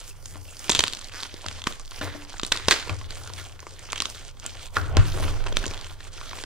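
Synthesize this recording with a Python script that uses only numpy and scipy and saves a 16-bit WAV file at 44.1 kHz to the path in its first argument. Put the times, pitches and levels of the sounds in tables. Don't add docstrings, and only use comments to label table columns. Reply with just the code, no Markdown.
import sys
import numpy as np
from scipy import signal
from scipy.fft import rfft, irfft, next_fast_len
from scipy.io import wavfile
from scipy.ndimage import uniform_filter1d

SR = 44100
rng = np.random.default_rng(int(sys.argv[2]) if len(sys.argv) > 2 else 0)


def waveform_to_disk(signal):
    frames = np.transpose(np.atleast_2d(signal))
    scaled = np.clip(frames, -1, 1) * 32767
    samples = np.round(scaled).astype(np.int16)
    wavfile.write(sys.argv[1], SR, samples)


def ratio(d):
    e = np.asarray(d, float) / 20
    return 10 ** e


N = 284440


def rms_one(x):
    return x / np.sqrt(np.mean(x ** 2) + 1e-20)


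def power_sum_db(a_db, b_db):
    return 10 * np.log10(ratio(a_db) ** 2 + ratio(b_db) ** 2)


def in_time(rows):
    s, *columns = np.transpose(rows)
    return [np.interp(np.arange(N) / SR, s, c) for c in columns]


def at_hz(points, hz):
    point_hz, value = np.transpose(points)
    return np.interp(np.log(np.maximum(hz, 1)), np.log(point_hz), value)


def add(out, s, sound):
    at = round(s * SR)
    out[..., at:at + sound.shape[-1]] += sound[..., :N - at]


def resonance(x, hz, width_hz):
    r = np.exp(-np.pi * width_hz / SR)
    gain = (1 - r * r) / 2
    return signal.lfilter(np.array([1, 0, -1]) * gain, [1, -2 * r * np.cos(2 * np.pi * hz / SR), r * r], x)


def band(x, low_hz, high_hz, order):
    return signal.sosfilt(signal.butter(order, [low_hz, high_hz], "band", fs=SR, output="sos"), x)


def colour(spectrum, size=256):
    cepstrum = irfft(np.log(ratio(at_hz(spectrum, np.arange(size + 1) * SR / 2 / size))))
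    cepstrum[1:size] *= 2
    cepstrum[size + 1:] = 0
    return irfft(np.exp(rfft(cepstrum)))[:size]


def drift(rate, size):
    r = np.exp(-40 * np.pi * rate / SR)
    noise = rng.standard_normal((size, N // 20 + 2002))
    slow = signal.lfilter([1], [1, -2 * r, r * r], noise)[:, 2000:]
    return np.array([np.interp(np.arange(N) / 20, np.arange(len(s)), rms_one(s)) for s in slow])


def swells(rows, rest_db):
    s, db, rise_s, release_s = np.transpose(rows)[:, :, None]
    time = np.arange(0, N + 64, 64) / SR - s
    rise = -time / np.maximum(rise_s, .01)
    release = time / np.maximum(release_s, .01)
    each_db = db - 15 * np.where(time < 0, rise, release)
    total_db = 10 * np.log10((ratio(each_db) ** 2).sum(0) + ratio(rest_db) ** 2)
    return np.interp(np.arange(N) / 64, np.arange(len(total_db)), total_db)


def strokes(rows, rest_db):
    s, length_s, start_db, end_db = np.transpose(rows)[:, :, None]
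    time = np.arange(0, N + 64, 64) / SR - s
    inside = np.clip(time, 0, length_s)
    edge_db_per_s = 466
    each_db = start_db + (end_db - start_db) * inside / length_s - edge_db_per_s * np.abs(time - inside)
    total_db = np.maximum(each_db.max(0), rest_db)
    return np.interp(np.arange(N) / 64, np.arange(len(total_db)), total_db)


def fractures(shape, per_s, spread_db):
    sizes = ratio(spread_db * np.minimum(rng.exponential(1, shape), 4.5)) * rng.choice([-1, 1], shape)
    return sizes * (rng.random(shape) < per_s / SR)


# frequency in Hz, level in dB per Hz.
SNAP = [(180, -31.5), (300, 8.5), (725, -1.5), (1010, 2.5), (2360, -5.5), (4090, -4.5), (5340, -7),
        (7320, -6.5), (10200, -13), (16000, -20.5)]


def burst(excite, hz, t60, sharpness, broad_db):
    excite = excite * ratio(-60 * np.arange(len(excite)) / SR / max(t60, .002))
    snap = np.convolve(excite, colour(SNAP))[:len(excite)]
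    width_hz = hz / sharpness
    ring = rms_one(resonance(snap, hz, width_hz))
    second_ring = rms_one(resonance(snap, min(1.847 * hz, 8000), width_hz))
    dull = np.exp(-2 * np.pi * 5.4 * hz / SR)
    broad = rms_one(signal.lfilter([1], [1, -dull], snap))
    sound = ring + ratio(broad_db - 1.0) * second_ring + ratio(broad_db) * broad
    return sound / np.abs(sound).max()


# start in seconds, peak in dB, ring of the lump in Hz, dying time in seconds.
CRACKS = [(0.6951, -3.5, 5530, 0.015), (0.7198, -5.5, 3660, 0.0055), (0.7499, -3.5, 3850, 0.013),
          (0.7512, -14, 3300, .015), (0.754, -8, 3300, .008), (0.7602, -13, 3360, .0045),
          (0.7636, -10, 3620, 0.0056), (0.77, -12, 3320, 0.011), (0.7914, -1.5, 3370, 0.013),
          (0.7933, -1.5, 3300, 0.011), (0.8051, -11.5, 3300, 0.023), (0.8064, -6, 3300, 0.01),
          (0.8387, 0.5, 3900, 0.0045), (0.8654, -18, 3560, 0.022), (0.8806, -9, 3650, 0.005),
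          (2.3969, -17, 3930, 0.014), (2.5197, -3.5, 1940, 0.0066), (2.5224, 1, 4050, 0.0066),
          (2.5736, -12.5, 3680, 0.0062), (2.71, 4, 3830, 0.0093), (2.7137, -4, 1740, 0.02),
          (2.7174, -5, 3300, 0.021), (2.7214, -3.5, 2070, 0.028), (2.7234, -5.5, 3750, 0.027),
          (3.9308, -9, 1140, 0.0018), (3.961, -16.5, 3020, 0.0088), (3.9785, -16, 3000, 0.011),
          (4.0033, -5, 3100, 0.0078), (4.0214, -8, 5350, 0.0068), (4.0554, -11, 3300, 0.0074),
          (4.4631, -13.5, 7900, 0.009), (5.463, -21, 856, 0.036), (5.5697, -2, 3040, 0.0076),
          (1.2328, -11.5, 4440, 0.0042)]
# start in seconds, peak in dB, ring of the lump in Hz, dying time in seconds.
THUDS = [(0.3572, -27, 1060, 0.0046), (0.7, -10.5, 7250, 0.021), (1.3415, -22, 4400, 0.0074),
         (1.462, -19.5, 680, 0.014), (1.6715, -5.5, 1130, 0.0056), (2.0126, -18.5, 1500, 0.021),
         (2.433, -10.5, 3240, 0.015), (2.6833, -3.5, 3740, 0.0063), (2.8945, -19, 2370, 0.0017),
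         (2.5198, -15, 486, 0.011), (4.7682, -18, 1400, 0.022), (4.9694, -2.5, 1100, 0.0039),
         (0.6952, -12, 510, 0.015), (5.142, -33, 700, 0.045), (5.21, -32, 700, 0.034),
         (5.2256, -21, 1000, 0.059), (5.28, -25, 1300, 0.037), (5.526, -21.5, 3140, 0.0092),
         (5.5694, -19, 680, 0.021), (5.59, -25, 7000, 0.009), (5.6405, -16.5, 1510, 0.014),
         (5.665, -14.5, 7100, 0.0071), (5.711, -21.5, 2220, 0.007)]
# start in seconds, peak in dB, ring of the crumb in Hz.
TICKS = [(0.2591, -19.5, 6950), (0.593, -23, 7440), (0.9262, -16.5, 3880), (0.9347, -12.5, 3630),
         (0.9711, -19.5, 4080), (1.013, -23, 4330), (1.044, -21, 5160), (1.204, -21.5, 4010),
         (1.485, -11.5, 3260), (1.6404, -17, 3500), (1.7247, -21.5, 3700), (1.797, -23.5, 7400),
         (1.9618, -26, 5700), (2.4493, -15, 3870), (3.1069, -17.5, 4060), (3.2747, -23, 6140),
         (3.3362, -20.5, 5100), (3.7927, -26, 7500), (3.921, -15, 6800), (4.01, -19, 3320),
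         (4.3988, -23, 6030), (3.9817, -19, 3200), (5.744, -23, 3240), (5.845, -21.5, 2880),
         (6.438, -18, 4600), (0.73, -14, 6000), (0.733, -14, 3300), (0.779, -19, 3520), (0.8215, -25, 3800),
         (0.8542, -21, 3600), (0.992, -24, 7000), (1.019, -28, 7000), (1.118, -31, 2500),
         (2.222, -28, 2600), (1.527, -25, 6000), (1.659, -33, 1500), (3.9583, -22, 3300),
         (3.173, -30, 4000), (3.236, -25.5, 7000), (3.362, -31, 5500), (3.525, -32, 3000),
         (4.784, -29, 5500), (4.815, -27.5, 5000), (5.812, -23, 4200), (5.484, -23, 2500),
         (0.569, -27, 5200), (5.68, -18, 6000)]
# start in seconds, peak in dB, ring of the piece in Hz.
CLACKS = [(1.5129, -23.5, 2450), (1.595, -39, 3100), (1.9179, -29, 1410), (2.14, -27, 1340),
          (2.341, -27, 795), (2.827, -22, 1570), (3.013, -27, 1080), (3.5926, -31, 2180),
          (3.6679, -23, 1180), (3.9016, -23, 3230), (3.9232, -20.5, 2720), (4.452, -28.5, 664),
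          (4.756, -27, 3000), (4.763, -17.5, 1400), (5.1855, -24, 890), (5.4674, -22, 1160),
          (6.005, -27, 1820), (6.1807, -29, 1510), (6.213, -21.5, 1300), (6.332, -22.5, 1190), ]
# start in seconds, peak in dB, ring of the crumb
# in Hz.
CRUMBS = [(0.257, -24.5, 6300), (0.5925, -27, 7200), (0.7238, -14, 3640), (0.7496, -11, 3270),
          (0.8734, -12.5, 5040), (0.8987, -24, 4440), (0.9497, -18, 5510), (0.9898, -26.5, 3080),
          (1.0514, -30, 3360), (1.086, -27.5, 4200), (1.096, -29, 2860), (1.1224, -27, 3570),
          (1.2274, -20, 4720), (1.464, -15.5, 4700), (1.5952, -28, 3140), (1.6186, -22.5, 3230),
          (1.669, -13, 2220), (1.8504, -34, 4200), (1.8573, -30, 5660), (1.8776, -28, 4100),
          (1.9104, -24.5, 4330), (2.25, -29, 4290), (2.331, -26.5, 3730), (2.3824, -26, 6220),
          (2.4152, -25, 5020), (2.465, -18, 8460), (2.563, -16, 4610), (2.649, -24.5, 3380),
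          (2.657, -24, 3060), (2.6852, -1, 4200), (2.7983, -19, 3600), (2.8721, -30, 4480),
          (2.8812, -26, 2220), (2.8954, -18, 2580), (2.9884, -27.5, 5600), (3.372, -29, 3190),
          (3.383, -33, 3270), (3.3984, -23, 3300), (3.451, -29, 3150), (3.6035, -27.5, 6330),
          (3.7083, -32, 4350), (3.9055, -27, 3360), (3.9748, -24, 3230), (3.9896, -27, 5190),
          (4.1001, -19, 5600), (4.148, -27, 3210), (4.6574, -29, 2650), (4.759, -21, 3170),
          (4.7668, -15.5, 2200), (4.9694, -13, 5000), (5.4663, -24, 2540), (5.4716, -16.5, 2690),
          (5.6566, -16.5, 3140), (5.7377, -21.5, 3380), (5.7766, -24.5, 3420), (5.8657, -28, 3550),
          (6.1766, -28, 2650), (6.372, -25, 2560), (6.4016, -29, 3190), (6.427, -32, 3170)]
# start in seconds, peak in dB, ring of the piece in Hz.
NUDGES = [(0.3452, -34, 1270), (0.8055, -14, 1920), (0.8722, -27, 1230), (1.0236, -35, 1230),
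          (1.122, -34, 1410), (1.1527, -36, 1490), (1.2318, -30, 1060), (1.4434, -27, 540),
          (1.5122, -30, 2130), (2.598, -25, 1150), (1.622, -35, 1290), (1.797, -30, 1280),
          (1.9599, -33, 880), (2.3236, -33, 1310), (2.3617, -34, 1740), (2.3682, -31, 1850),
          (2.3968, -18.5, 1410), (2.8741, -24.5, 510), (2.8798, -31, 2170), (3.1698, -33, 970),
          (3.2774, -33, 1380), (3.3004, -28, 520), (3.6284, -31, 542), (5.175, -25, 620),
          (3.8888, -29, 1080), (4.0212, -19.5, 1060), (4.1084, -34, 990), (4.15, -35, 1400),
          (4.1598, -32, 1410), (4.7762, -26, 1340), (5.2397, -19, 1440), (5.4405, -23, 1440),
          (5.5231, -23.5, 540), (5.8683, -32, 1340), (5.9162, -36, 650), (2.555, -20, 1100),
          (6.3126, -27, 1070), (6.385, -28, 1030), (6.412, -35, 1060), (6.4377, -23, 1440)]
DRY_PUSH_DB, HEAVY_PUSH_DB = -26.5, -9
TICK_S, CLACK_S, CRUMB_S, NUDGE_S = 0.0085, 0.015, 0.0068, 0.014


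def cracks():
    rows = [(*row, DRY_PUSH_DB) for row in CRACKS] + [(*row, HEAVY_PUSH_DB) for row in THUDS]
    for small, t60 in [(TICKS, TICK_S), (CLACKS, CLACK_S), (CRUMBS, CRUMB_S), (NUDGES, NUDGE_S)]:
        rows += [(*row, t60, DRY_PUSH_DB) for row in small]
    out, time = np.zeros((2, N)), np.arange(1400) / SR
    trains = fractures((len(rows), 1400), per_s=9000, spread_db=4.5)
    trains[:, 3] = 5.5
    push = np.sin(2 * np.pi * 380 * time) * ratio(-60 * time / 0.01)
    for k, ((s, db, hz, t60, push_db), train) in enumerate(zip(rows, trains)):
        broad_db = -9.5 + 2.7 * np.log2(3500 / hz)
        sound = burst(train, hz, t60, sharpness=3.2, broad_db=broad_db) + ratio(push_db + 6.5) * push
        add(out[k % 2], s, ratio(db) * sound)
    return out


# start in seconds, peak in dB, centre in Hz, dying time in seconds,
# sharpness of the ring as a plain ratio.
CRUNCHES = [(0.6949, -9.5, 940, 0.0077, 0.77), (0.699, -6, 3430, 0.02, 4.3), (0.7127, -9, 7350, 0.03, 15),
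            (0.04, -34, 5640, 0.33, 5), (1.6696, -10, 1520, 0.055, 0.19), (2.012, -19, 1830, 0.75, 2.6),
            (2.522, -15, 2040, 0.6, 2.9), (2.685, 4, 2350, 0.016, 1.8), (2.709, -3.5, 2200, 0.47, 1.6),
            (2.895, -16.5, 1110, 0.24, 0.9), (4.768, -7, 1400, 0.034, 9.1), (4.784, -21, 1400, 0.63, 8.9),
            (4.971, -13.5, 1400, 0.76, 3)]


def crunches():
    out = np.zeros(N)
    trains = fractures((len(CRUNCHES), 9000), per_s=5000, spread_db=4.5)
    trains *= 1 + 3.3 * np.exp(-np.arange(9000) / 250)
    for (s, db, hz, t60, sharpness), train in zip(CRUNCHES, trains):
        add(out, s, ratio(db) * burst(train, hz, t60, sharpness, broad_db=-2.5 * sharpness))
    return out


# time in seconds, slips per second, level in dB.
CREAK = [
    (1.138, 120, -17.5),
    (1.165, 240, -19.5),
    (1.205, 260, -21.5),
]
# frequency in Hz, width in Hz, level in dB.
CREAK_RINGS = [(1690, 800, 0.5), (2230, 1300, -16), (4530, 900, -5), (6800, 1200, -27)]


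def creak():
    per_s, level_db = in_time(CREAK)
    time = np.arange(N) / SR
    squeezed = (time > CREAK[0][0]) * (time < CREAK[-1][0])
    turns = np.cumsum(per_s * squeezed) / SR
    sizes = ratio(level_db + 2.7 * rng.standard_normal(N))
    slips = np.diff(np.ceil(turns), prepend=0) * sizes + 1e-18
    rings = sum(ratio(db) * resonance(slips, hz, width_hz) * 1000 / width_hz
                for hz, width_hz, db in CREAK_RINGS)
    return ratio(10.0) * rings


# start in seconds, peak in dB, frequency in Hz.
CHIRPS = [
    (.109, -44, 2650),
    (.486, -41, 2750),
    (0.53, -53, 1700),
]


def chirps():
    out, time = np.zeros(N), np.arange(800) / SR
    swell = time / .002 * np.exp(1 - time / .002)
    for s, db, hz in CHIRPS:
        add(out, s, ratio(db) * swell * np.sin(2 * np.pi * hz * time))
    return out


# start in seconds, length in seconds, first and last level in dB.
SQUEEZES = [(0, 0.11, -46.5, -55.5), (.25, 0.16, -55, -57.5), (.46, 0.16, -53.5, -54),
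            (.6, 0.094, -48, -42.5), (.7, 0.15, -38, -40.5), (.87, 0.21, -46.5, -49.5),
            (1.13, 0.13, -48, -41.5), (1.28, 0.32, -50, -45.5), (1.68, 0.21, -41, -60.5),
            (1.91, 0.077, -54.5, -41.5), (2.02, 0.22, -53.5, -47.5), (2.29, 0.092, -49, -49.5),
            (2.44, .04, -48.5, -46), (2.53, 0.16, -44, -56), (2.71, 0.12, -27.5, -55),
            (2.85, 0.21, -48.5, -49), (3.1, 0.32, -47, -54.5), (3.38, 0.22, -41.5, -63.5),
            (3.6, 0.51, -57, -46.5), (3.9, 0.13, -51.5, -44), (4.05, 0.25, -49, -50.5),
            (4.4, 0.064, -57, -40.5), (4.47, 0.2, -49, -46), (4.75, 0.26, -46.5, -58),
            (4.98, 0.32, -48, -41.5), (5.29, 0.16, -47.5, -50.5), (5.46, 0.11, -48, -52),
            (5.56, 0.38, -43, -51.5), (6.0, 0.076, -53.5, -49), (6.13, 0.29, -50, -42.5)]
# peak time in seconds, level in dB, rise in seconds, release in seconds.
TUMBLES = [(.379, -51, 0.055, 0.04), (2.018, -33, 0.011, 0.15), (2.544, -57, 0.03, 0.12),
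           (2.91, -39.5, 0.058, 0.089), (3.187, -46.5, 0.28, 0.64), (4.775, -33.5, 0.022, 0.12),
           (4.95, -30.5, 0.074, 0.15), (5.15, -31.5, 0.023, 0.17), (5.25, -33.5, 0.12, 0.23),
           (5.47, -36.5, 0.14, 0.12), (5.661, -39, 0.23, 0.28)]
# peak time in seconds, level in dB, rise in seconds, release in seconds.
PUFFS = [(.093, -47.5, 0.1, 0.03), (.31, -52, 0.26, 0.13), (.676, -48.5, 0.4, 0.015), (1.7, -56, .05, 0.16),
         (1.98, -48.5, 0.1, 0.028), (2.04, -46, 0.04, 0.069), (2.54, -52, 0.064, 0.06),
         (3.187, -52.5, 0.059, 0.45), (3.41, -70, 0.088, 0.068), (4.1, -46.5, 0.057, 0.068),
         (4.77, -47, 0.05, 0.049), (5.08, -47, 0.06, 0.092), (5.23, -45, 0.16, 0.08)]
# frequency in Hz, level in dB per Hz.
GRIT = [(120, -35), (200, -5.5), (473, -5), (738, -8.5), (983, -7.5), (2480, -2), (3350, -0.5), (7090, -3),
        (9000, -8.5), (11700, -67), (19800, -120)]
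# frequency in Hz, share common to both as a plain ratio.
LIKENESS = [(200, 0.22), (600, 0.91), (2000, 0.81), (8000, 0.82), (15000, 0.74)]
# frequency in Hz, width in Hz, level in dB.
HOLLOWS = [(1400, 40, -1.5), (3300, 830, -6)]
REST_GRIT_DB, REST_LUMPS_DB, REST_DUST_DB = -62, -57, -75
LUMPS_IN_GRIT_DB, DUST_IN_GRIT_DB = -2, -11.5


def crumble():
    grit_db = strokes(SQUEEZES, REST_GRIT_DB)
    dust_db = power_sum_db(swells(PUFFS, REST_DUST_DB), grit_db + DUST_IN_GRIT_DB)
    coarse_db = power_sum_db(swells(TUMBLES, REST_LUMPS_DB), grit_db + LUMPS_IN_GRIT_DB)
    edges = np.append(200 * 2 ** np.arange(0, 5.6, .5), [10400, 17000])
    slips = ratio(1.3 * drift(40, size=1)[0])
    patches = drift(8.7, size=len(edges))
    ticks = rms_one(fractures(N, 350 * slips ** 2, spread_db=4.7))
    pops = fractures((2, N), 400 * slips ** 2, spread_db=4.6)
    white = rng.standard_normal((2, 2, N)) * slips
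    out = np.zeros((2, N))
    for k, (low, high) in enumerate(zip(edges, edges[1:])):
        hz = np.sqrt(low * high)
        if high == edges[-1]:
            level_db, grains = dust_db + 3.5, 0.33 * ticks
        else:
            coarse = np.clip(np.log2(3400 / hz) / 2, 0, 1)
            lumps_db = coarse_db + 8.5 - at_hz(GRIT, 430)
            fine_db = grit_db + 1.5 - at_hz(GRIT, 2430)
            level_db = coarse * lumps_db + (1 - coarse) * fine_db + at_hz(GRIT, hz)
            if hz > 4500:
                level_db = power_sum_db(level_db, dust_db + 5.5 - 2.0 * (hz > 7000))
            group = k // 3
            grains = .65 * ticks + 1.05 * rms_one(np.roll(pops[group % 2], 5000 * group))
        bands = band(white[k % 2] + [[1], [0]] * grains, low, high, order=3)
        if high == edges[-1]:
            bands = signal.lfilter([1, .5], [1.2], bands)
        alike = np.clip(at_hz(LIKENESS, hz), 0, 1)
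        out += ratio(level_db + 2.12 * patches[k]) * bands * [[np.sqrt(alike)], [np.sqrt(1 - alike)]]
    return out + sum(ratio(db) * resonance(out, hz, width_hz) for hz, width_hz, db in HOLLOWS)


# start in seconds, peak in dB.
BOWL_KNOCKS = [
    (0.353, -59.5),
    (2.013, -48),
    (2.15, -50),
    (2.893, -56),
    (4.766, -51),
    (4.964, -46.5),
    (5.2, -46.5),
]
# frequency in Hz, level in dB, 60 dB decay time in seconds.
BOWL = [(291.6, 3.5, 0.56), (632, 12, 0.054)]


def bowl():
    out, time = np.zeros(N), np.arange(SR // 2) / SR
    hum = sum(ratio(db - 60 * time / t60) * np.sin(2 * np.pi * hz * time) for hz, db, t60 in BOWL)
    for s, db in BOWL_KNOCKS:
        add(out, s, ratio(db + 6.0) * hum)
    return out


# peak time in seconds, level in dB, rise in seconds, release in seconds.
PUSHES = [(.42, -42, 0.45, 0.18), (.798, -40, 0.15, 0.091), (1.15, -47.5, 0.25, 0.055),
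          (1.343, -46, 0.085, 0.089), (1.476, -39, 0.029, 0.23), (2.043, -34, .06, 0.13),
          (2.348, -51, 0.11, .9), (2.686, -36, 0.15, 0.076), (2.92, -29.5, 0.024, 0.23),
          (3.22, -42, 0.096, 0.061), (3.36, -42, 0.2, 0.34), (3.8, -50, 3.8, 3.3), (4.524, -48, 0.11, 1.5),
          (4.778, -30.5, 0.016, 0.54), (5.001, -19, 0.064, 0.069), (5.25, -27, 0.33, 0.26),
          (5.694, -35.5, 0.34, 0.038), (5.909, -43, .6, 0.22), (6.44, -49.5, 2.1, .5)]
# peak time in seconds, level in dB, rise in seconds,
# release in seconds.
PUSHES_RIGHT = [(.3, -45, .4, .4), (.798, -29, 0.1, 0.057), (1.476, -46, .05, .2),
                (2.043, -41, 0.081, 0.27), (2.7, -40, .15, 0.15), (2.92, -30, 0.073, 0.064),
                (3.25, -42, 0.3, 0.37), (4.1, -47.5, 2.1, 0.84), (4.778, -33, .016, .3),
                (5.001, -18.5, 0.12, 0.12), (5.25, -28.5, 0.38, 0.12), (5.65, -39, 0.34, 0.11),
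                (6.0, -50, 0.73, 0.92)]
# time in seconds, level in dB.
LEAN = [(0, -42), (.42, -50.5), (.798, -46), (1.476, -47), (1.75, -40), (2.043, -43), (2.254, -43.5),
        (2.98, -43), (3.13, -39.5), (3.3, -50.5), (4.55, -43.5), (4.76, -41), (5.0, -27), (5.6, -26.5),
        (5.8, -41.5)]
# frequency in Hz, width in Hz, level in dB.
STAND_LEFT = [(88.5, 17.7, 0.5)]
# frequency in Hz, width in Hz, level in dB.
STAND_RIGHT = [(60, 72, 4.5), (109, 77, -0.5)]
REST_HUM_DB = -55.5


def stand(push, modes):
    hum = sum(ratio(db) * resonance(resonance(push, hz, width_hz), hz, width_hz)
              for hz, width_hz, db in modes)
    return rms_one(hum)


def shake():
    hum_db = np.array([swells(rows, REST_HUM_DB) for rows in (PUSHES, PUSHES_RIGHT)])
    sway_db, = in_time(LEAN)
    pushes = rng.standard_normal((2, N))
    pushes[1] += -.7 * pushes[0]
    hum = np.array([stand(pushes[0], STAND_LEFT), stand(pushes[1], STAND_RIGHT)])
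    hum = hum / (uniform_filter1d(hum ** 2, size=2200) + 0.059) ** 0.27
    hum = signal.sosfilt(signal.butter(4, 170, fs=SR, output="sos"), hum)
    sway = rms_one(band(rng.standard_normal((2, N)), 12, 25, order=2))
    sway = sway / (uniform_filter1d(sway ** 2, size=4000) + 0.22) ** 0.29
    return ratio(hum_db + np.array([[4.5], [.5]])) * hum + ratio(sway_db + np.array([[-.5], [4.5]])) * sway


# time in seconds, half length in seconds, peak in dB.
BUMP = (5.0, 0.0098, -3.5)


def bump():
    s, half_s, db = BUMP
    time = np.arange(N) / SR - s
    hz = np.array([[STAND_LEFT[0][0]], [STAND_RIGHT[0][0]]])
    swing = np.exp(-(time / half_s) ** 2 / 2) * np.cos(2 * np.pi * hz * time)
    return ratio(db + np.array([[0], [-4.0]])) * swing * [[1], [-1]]


def reflections(x):
    time = np.arange(6000) / SR
    decay = ratio(-60 * time / 0.011) + ratio(-17.0 - 60 * time / 0.4)
    scatter = rng.standard_normal((2, 6000)) * decay * (time > .0008)
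    scatter = signal.lfilter([.7], [1, -.3], scatter)
    scatter /= np.sqrt((scatter ** 2).sum(1, keepdims=True))
    return signal.fftconvolve(x[None], scatter, axes=1)[:, :N]


LEFT_LAG_S, LAG_SPREAD_S, LEFT_DB, PAN_SPREAD_DB = 3.3e-5, .9e-5, -2, .9


def ports(left, right, lag_s):
    size = next_fast_len(N + 64)
    hz = np.arange(size // 2 + 1) * SR / size
    late = irfft(rfft(left, size) * np.exp(-2j * np.pi * hz * lag_s), size)[:N]
    return np.array([late * ratio(LEFT_DB / 2), right * ratio(-LEFT_DB / 2)])


def scene():
    thumb_side, finger_side = cracks()
    swarm = crunches() + creak() + chirps()
    common, unshared = crumble()
    near, far = ratio(PAN_SPREAD_DB), ratio(-PAN_SPREAD_DB)
    direct = ports(thumb_side * near, thumb_side * far, LEFT_LAG_S - LAG_SPREAD_S)
    direct += ports(finger_side * far, finger_side * near, LEFT_LAG_S + LAG_SPREAD_S)
    direct += ports(swarm + common + unshared, swarm + common - unshared, LEFT_LAG_S)
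    room = ratio(-12.0) * reflections(thumb_side + finger_side + swarm)
    return direct + room + bowl() * ratio([[4.0], [-7.0]]) + shake() + bump()


def low_pass(x):
    return signal.sosfilt(signal.butter(12, 16530, fs=SR, output="sos"), x)


def record(dry):
    dry = dry + ratio(-69) * rng.standard_normal(dry.shape)
    top_cut = signal.ellip(8, .5, 50, 15650, fs=SR, output="sos")
    mix = signal.sosfilt(top_cut, np.clip(dry, -1, 1))
    return low_pass(mix)


dry = scene()
out = record(dry)
waveform_to_disk(out)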